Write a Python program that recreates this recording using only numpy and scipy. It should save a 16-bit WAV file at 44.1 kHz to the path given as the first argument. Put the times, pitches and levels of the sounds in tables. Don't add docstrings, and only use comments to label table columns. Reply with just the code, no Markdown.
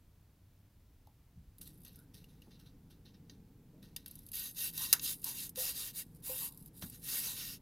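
import sys
import numpy as np
from scipy import signal
from scipy.fft import rfft, irfft
from scipy.io import wavfile
from scipy.ndimage import uniform_filter1d

SR = 44100
rng = np.random.default_rng(int(sys.argv[2]) if len(sys.argv) > 2 else 0)


def wav_record(signal):
    frames = np.transpose(np.atleast_2d(signal))
    bounded = np.clip(frames, -1, 1)
    quanta = np.round(bounded * 32767).astype(np.int16)
    wavfile.write(sys.argv[1], SR, quanta)


N = 335601
EDGE_HZ = 15900

# hz, relative_db (per Hz)
FIZZ_COLOUR = [(1000, -42.5), (5000, -3), (6800, -7), (8000, 0), (10000, 4), (12000, 5.5), (13200, 3.5),
               (16000, -4)]


def amp(db):
    return 10 ** (np.asarray(db) / 20)


def evened(x):
    return x / np.sqrt(np.mean(x ** 2) + 1e-20)


def read(points, hz):
    f, value = np.transpose(points)
    return np.interp(np.log(hz + 1), np.log(f + 1), value)


def add(mix, s, sound):
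    part = mix[..., round(s * SR):][..., :sound.shape[-1]]
    part += sound[..., :part.shape[-1]]


def noise(points):
    spectrum = rfft(rng.standard_normal(N))
    colour = amp(read(points, np.fft.rfftfreq(N, 1 / SR)))
    return evened(irfft(spectrum * colour, N))


def drift(per_s):
    knots = rng.standard_normal(4000)
    return evened(np.interp(np.arange(N) / SR * per_s, np.arange(len(knots)), knots))


def swell(start, length, rise, fall):
    t = np.arange(N) / SR - start
    onset = np.sin(np.pi / 2 * np.clip(t / rise, 0, 1))
    release = np.sin(np.pi / 2 * np.clip((length - t) / fall, 0, 1))
    return onset * release


def shares(body_db):
    return np.array([[amp(body_db)], [1]]) / np.hypot(amp(body_db), 1)


def background(air_db=-64.0, step_s=0.016):
    # hz, relative_db (per Hz)
    air_colour = [(12, -29), (22, -6.5), (58, -7.5), (92, -7), (150, -17), (200, -21), (290, -24),
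                  (380, -30.5), (800, -34.5), (1500, -40), (4500, -43.5), (8500, -49), (12500, -42.5),
                  (16000, -44)]
    # hz, relative_db (per Hz)
    rumble_colour = [(20, -17), (33, -15), (47, -2), (65, -10.5), (100, -3.5), (165, 2.5), (235, -6.5),
                     (285, -4), (360, -16.5), (480, -14.5), (610, -34), (850, -26.5), (1200, -40),
                     (1600, -38), (3000, -50)]
    # start_s, length_s, pitch_hz, level_db (rms)
    hums = [(0, 0.52, 94.8, -67.5), (.7, 0.28, 92, -70), (.92, 0.42, 117, -68.5)]
    step_at_s, hum_fade_s = 1.58, 0.1
    before_db, after_db, sway_db, growth_db_per_s = -74, -61, 1.0, 0.34

    t = np.arange(N) / SR - step_at_s
    stepped = np.clip(t / step_s, 0, 1)
    rumble_db = (1 - stepped) * before_db + stepped * (after_db + growth_db_per_s * t)
    rumble_db = rumble_db + sway_db * drift(4.2)
    rumble = amp(rumble_db) * noise(rumble_colour)

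    clock = np.cumsum(1 + 0.031 * drift(25)) / SR
    hum = np.zeros(N)
    for start, length, hz, db in hums:
        hum += amp(db) * swell(start, length, hum_fade_s, hum_fade_s) * np.sin(2 * np.pi * hz * clock)
    hum = np.sqrt(2) * hum * amp(2 * drift(5.8))
    return amp(air_db) * noise(air_colour) + rumble + hum


def bump(db, centre, width, rise, t60):
    t, hz = np.arange(SR // 2) / SR, np.fft.rfftfreq(SR // 2, 1 / SR)
    random_phase = np.exp(2j * np.pi * rng.random(len(hz)))
    band = irfft(random_phase / (1 + (2 * (hz - centre) / width) ** 4), len(t))
    fade = np.minimum(t / rise, 1) * amp(-60 * np.maximum(t - rise, 0) / t60)
    return amp(db) * evened(band * fade) * np.sqrt(np.mean(fade ** 2))


def bumps():
    # start_s, level_db, centre_hz, t60_s
    thumps = [(1.358, -51, 127, 0.26), (1.381, -57.5, 60, 0.52), (1.466, -54, 61, 0.18),
              (2.138, -51, 130, 0.049), (2.47, -57.5, 268, 0.059), (6.824, -42.5, 172, 0.13)]
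    # start_s, level_db, centre_hz, width_hz, t60_s
    mid_knocks = [(1.073, -63, 844, 240, .12), (2.242, -60.5, 2850, 250, 0.05),
                  (2.42, -61.5, 2840, 250, 0.05), (2.47, -69, 796, 600, .08),
                  (4.9277, -40.5, 1540, 1290, 0.15), (6.823, -51.5, 1200, 2210, 0.13)]
    # start_s, level_db, centre_hz
    hollow_rubs = [(1.96, -73.5, 1490), (3.721, -67, 465), (4.77, -57.5, 1030), (5.235, -58.5, 960),
                   (5.575, -59, 680), (6.265, -59, 914), (6.39, -59.5, 1010), (7.139, -68, 960),
                   (7.25, -63, 960)]
    thump_rise_s, thump_width = 0.015, 1.13
    knock_rise_s = 0.001
    rub_width_hz, rub_rise_s, rub_t60_s = 330, 0.035, 0.38

    out = np.zeros(N)
    for s, db, hz, t60 in thumps:
        add(out, s, bump(db, hz, thump_width * hz, thump_rise_s, t60))
    for s, db, hz, width, t60 in mid_knocks:
        add(out, s, bump(db, hz, width, knock_rise_s, t60))
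    for s, db, hz in hollow_rubs:
        add(out, s, bump(db, hz, rub_width_hz, rub_rise_s, rub_t60_s))
    return out


def bench_ring(rise_s=0.002):
    # start_s, level_db
    knocks = [(5.575, -35.5), (6.295, -36)]
    # pitch_hz, level_db (relative to the knock), t60_s
    modes = [(514.4, -5, 0.19), (850, -23, 0.088), (1020, -25, 0.16)]

    out, t = np.zeros(N), np.arange(SR // 2) / SR
    note = sum(amp(db - 60 * t / t60) * np.sin(2 * np.pi * hz * t) for hz, db, t60 in modes)
    for s, db in knocks:
        add(out, s, amp(db) * note * (1 - np.exp(-t / rise_s)))
    return out


def knife_ring(colour, pose, size=4096):
    # centre_hz, width_hz, level_db (over the broad colour, before the pose's strength)
    resonances = [(970, 110, 1.5), (1357, 76, -4.5), (1547, 110, 5.5), (1877, 117, 8), (2214, 150, 1),
                  (2750, 240, 10.5), (3166, 90, 10), (3680, 240, 12), (3996, 170, 10.5), (4660, 165, 8),
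                  (4920, 66, 7), (5410, 220, -3), (5400, 100, -0.5), (6340, 130, 6.5), (6620, 120, -4.5),
                  (8140, 120, -7.5), (9150, 69, 7), (10300, 290, 5), (10755, 240, 5.5), (10900, 420, 4),
                  (11430, 140, 6.5), (11880, 210, 8), (12340, 490, 1), (13400, 370, 6.5), (13800, 120, 5),
                  (15270, 250, 9.5)]
    # centre_hz, width_hz, depth_db
    notches = [(1735, 59, 2.5), (2045, 70, 7.5), (2447, 62, 4), (3675, 85, 3.5)]

    strength_db, *extra_peak = pose
    hz = abs(np.fft.fftfreq(size, 1 / SR))
    peaks = [(f, width, db + strength_db) for f, width, db in resonances] + [extra_peak]
    power = 1 + sum(amp(db) ** 2 / (1 + ((hz - f) / width) ** 2) ** 4 for f, width, db in peaks)
    dips_db = sum(depth * np.exp(-((hz - f) / width) ** 2) for f, width, depth in notches)
    band_limit = 1 / np.sqrt(1 + (hz / EDGE_HZ) ** 100)
    gain = np.sqrt(power) * amp(read(colour, hz) - dips_db) * band_limit
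    spectrum = np.exp(np.conj(signal.hilbert(np.log(gain + 1e-5))))
    ring = np.fft.ifft(spectrum).real[:size // 2]
    return ring / np.linalg.norm(ring)


def cells(per_s, spread_db):
    size = amp(spread_db * np.minimum(rng.exponential(1, N), 4))
    sign = rng.choice([-1., 1.], N)
    bursting = rng.random(N) < per_s / SR
    return evened(size * sign * bursting)


def patchy(x, patch_db):
    z = signal.stft(x, nperseg=256)[2]
    field = uniform_filter1d(rng.standard_normal(z.shape), size=4, axis=-2)
    field = uniform_filter1d(field, size=14, axis=-1)
    return signal.istft(z * amp(patch_db * evened(field)), nperseg=256)[1][..., :N]


def scuffing(rise_s=0.0074):
    # start_s, level_db, body_db (relative to fizz), t60_s
    scuffs = [(1.608, -54, -8, 0.24), (1.66, -63, -2, 0.28), (1.844, -59, 2, 0.26), (1.935, -70.5, 9, 0.28),
              (2.135, -59, -0.5, 0.34), (2.284, -73, 1, 0.57), (2.42, -75, 4, 0.43),
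              (2.505, -65.5, 11, 0.28), (2.589, -65.5, 3, 0.21), (2.656, -67.5, 9, 0.21),
              (2.899, -64.5, 3, 0.18), (3.05, -62.5, 10, 0.2), (3.137, -68.5, 14, 0.099),
              (3.295, -65, 6, 0.2), (3.821, -61.5, 4.5, 0.3), (3.965, -63, 3, 0.32),
              (4.065, -66.5, 0, 0.95), (6.818, -47, 6, .072)]
    # hz, relative_db (per Hz)
    rub_colour = [(300, -1), (900, -8), (1500, 0.5), (2200, -0.5), (3000, 0), (4100, 7), (4700, 1.5),
                  (5600, 2), (6500, -4.5), (8000, -61), (16000, -32)]
    # strength_db (of the resonances), peak_hz (extra peak), width_hz, peak_db
    gripped = (-4, 5930, 3000, -4)

    push, t = np.zeros((2, N)), np.arange(SR // 2) / SR
    for s, db, body_db, t60 in scuffs:
        envelope = np.minimum(t / rise_s, 1) * amp(db - 60 * np.maximum(t - rise_s, 0) / t60)
        add(push, s, shares(body_db) * envelope)
    body, fizz = patchy(push * cells(2400, 2.8), patch_db=2.4)
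    dull = signal.oaconvolve(body, knife_ring(rub_colour, gripped))[:N]
    bright = signal.oaconvolve(fizz, knife_ring(FIZZ_COLOUR, gripped))[:N]
    return dull + bright


def straining(body_db=-22, pops_per_s=70, pop_spread_db=5, pop_t60=0.019, creep_db=-4, fade_s=0.016):
    # start_s, length_s, level_db
    strains = [(1.592, 0.46, -69.5), (4.104, 0.26, -68), (4.48, 0.98, -57.5), (6.038, 0.177, -69.5),
               (6.48, 0.216, -62), (6.755, 0.46, -57.5)]

    load = sum(amp(db) * swell(start, length, fade_s, fade_s) for start, length, db in strains)
    pop_fade = amp(-60 * np.arange(SR // 20) / SR / pop_t60)
    pops = signal.oaconvolve(abs(cells(pops_per_s, pop_spread_db)), pop_fade)[:N]
    activity = amp(creep_db) + np.minimum(evened(pops), 5)
    return shares(body_db) * load * evened(cells(8000, 4.1) * activity)


def cracks(rows, t60, trim_db):
    out, t = np.zeros((2, N)), np.arange(SR // 12) / SR
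    for s, db, body_db in rows:
        burst = rng.choice([-1., 1.], len(t)) * amp(db + trim_db - 60 * t / t60)
        add(out, s, shares(body_db) * burst)
    return out


def cutting(judder_db=0.48, tremor_db=0.5, loose_db=-54):
    # start_s, length_s, level_db (fizz at mid-stroke and full speed),
    # lean_db (gain of pressure from start to end), rise_s (to full speed), body_db (relative to fizz)
    strokes = [(4.325, 0.21, -45.5, -3.5, 0.016, -3.5), (4.535, 0.19, -39.5, 2, 0.08, -4.5),
               (4.704, 0.2, -39, 1, 0.14, -3), (4.867, 0.14, -47.5, 5, 0.021, -1),
               (4.997, 0.17, -39, 1.5, 0.053, -3.5), (5.215, 0.14, -40.5, -6, 0.083, -4),
               (5.275, 0.23, -44, -4, 0.15, -4), (5.546, 0.21, -38.0, -6, 0.078, -4),
               (5.708, 0.23, -43.5, -8.5, 0.1, -2.5), (5.919, 0.13, -39, -2, 0.095, -5),
               (6.215, 0.3, -42, 2, 0.069, -7), (6.718, 0.11, -59.5, -1, 0.068, -9),
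               (6.807, 0.13, -55.5, -14, 0.018, -6.5), (6.89, 0.11, -54, -4, 0.072, -2.5),
               (6.997, 0.25, -38.5, 1, 0.17, -4), (7.191, 0.19, -40.5, -17.5, 0.085, -3),
               (7.303, 0.29, -46.5, -9.5, 0.11, -1.5)]
    brake_s, speed_power = 0.07, 1.78

    t, power = np.arange(N) / SR, np.zeros((2, N))
    for start, length, db, lean_db, rise, body_db in strokes:
        speed = swell(start, length, rise, brake_s)
        pressure = amp(db + lean_db * (np.clip((t - start) / length, 0, 1) - .5))
        power += (amp([[body_db], [0]]) * pressure * speed ** speed_power) ** 2
    slow = 1 / (1 + power[1] / amp(loose_db) ** 2)
    rasp = np.sqrt(1 - slow) * cells(15000, 2.2)
    crackle = np.sqrt(slow) * cells(1600, 2.2)
    unsteady = amp(judder_db * drift(180) + tremor_db * drift(35))
    return np.sqrt(power) * (rasp + crackle) * unsteady


def knife(body, fizz):
    # time_s, strength_db (of the resonances),
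    # peak_hz (extra peak in the colour), width_hz, peak_db
    poses = [(4.6, 2, 11600, 500, 8.5), (4.931, 1, 5900, 600, 2.5), (5.149, -2.5, 4800, 514, -3),
             (7.299, -2, 1780, 1110, 3.5)]
    # hz, relative_db (per Hz)
    body_colour = [(150, -38.5), (450, -7.5), (750, -16), (1300, -11.5), (2000, -7.5), (2700, -5),
                   (3600, -2), (5000, 3.5), (6800, 3), (7600, -11), (9000, -25), (16000, -35.5)]

    out, times = np.zeros(N), [pose[0] for pose in poses]
    for (_, *pose), only in zip(poses, np.eye(len(poses))):
        share = np.interp(np.arange(N) / SR, times, only)
        for force, colour in ((body, body_colour), (fizz, FIZZ_COLOUR)):
            out += signal.oaconvolve(share * force, knife_ring(colour, pose))[:N]
    return out


def room(x, near_db=-14, near_t60=0.085, far_db=-25, far_t60=0.06):
    t = np.arange(SR // 3) / SR
    echoes = rng.choice([-1., 1.], (3, len(t))) * (rng.random((3, len(t))) < 4000 / SR)
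    near = echoes[0] * (t > .001) * amp(-60 * t / near_t60)
    far = echoes[1:] * (t > .008) * amp(-60 * t / far_t60)
    direct = t == 0
    response = direct + amp(near_db) * near / np.linalg.norm(near) + amp(far_db) * far / np.linalg.norm(far[0])
    return signal.fftconvolve(x[None], response / np.linalg.norm(response[0]), axes=1)[:, :N]


def scene(hiss_db=-82):
    # start_s, peak_db (before trim), body_db (relative to fizz)
    ticks = [(1.071, -56.5, 0), (1.5836, -43, -19), (1.6141, -38.5, -37), (1.675, -41, -35),
             (1.8179, -53, -20), (1.8493, -41.5, -11), (1.9582, -44.5, -23), (1.998, -53, -18),
             (2.242, -51, 0), (2.4195, -51, 0), (3.2962, -42, 15), (3.963, -25.5, -1), (4.0606, -33.5, -3),
             (4.0797, -36, -28), (4.1114, -37.5, -40), (4.1544, -38, -41), (4.1895, -42, -41),
             (4.265, -41, -30.5), (4.2873, -39.5, -43), (4.317, -33, -31), (4.3337, -34, -26),
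             (4.3533, -26, -32), (4.3939, -28, -29), (4.5465, -48, -24), (4.778, -25, -3),
             (4.9955, -30.5, 12), (5.2428, -21.5, -38), (5.4674, -37, -32), (5.493, -31, -26),
             (5.558, -34, -0.5), (6.6598, -41, -19), (6.6767, -47, -23), (6.8244, -41, 3)]
    # start_s, peak_db (before trim), body_db (relative to fizz)
    snap = [(4.9281, -10, -4), (4.9308, -19.5, -19.5), (4.9346, -16, -3)]

    forces = patchy(cutting() + straining(), patch_db=1.67)
    forces = forces + cracks(ticks, t60=0.025, trim_db=-6.5) + cracks(snap, t60=0.015, trim_db=1)
    body, fizz = forces
    in_room = room(knife(body, fizz) + scuffing() + bench_ring())
    hiss = amp(hiss_db) * rng.standard_normal((2, N))
    return in_room + bumps() + background() + hiss


def record(dry):
    low_pass = signal.firwin(255, EDGE_HZ, window=("kaiser", 8), fs=SR)
    return signal.oaconvolve(dry, low_pass[None], "same")


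dry = scene()
out = record(dry)
wav_record(out)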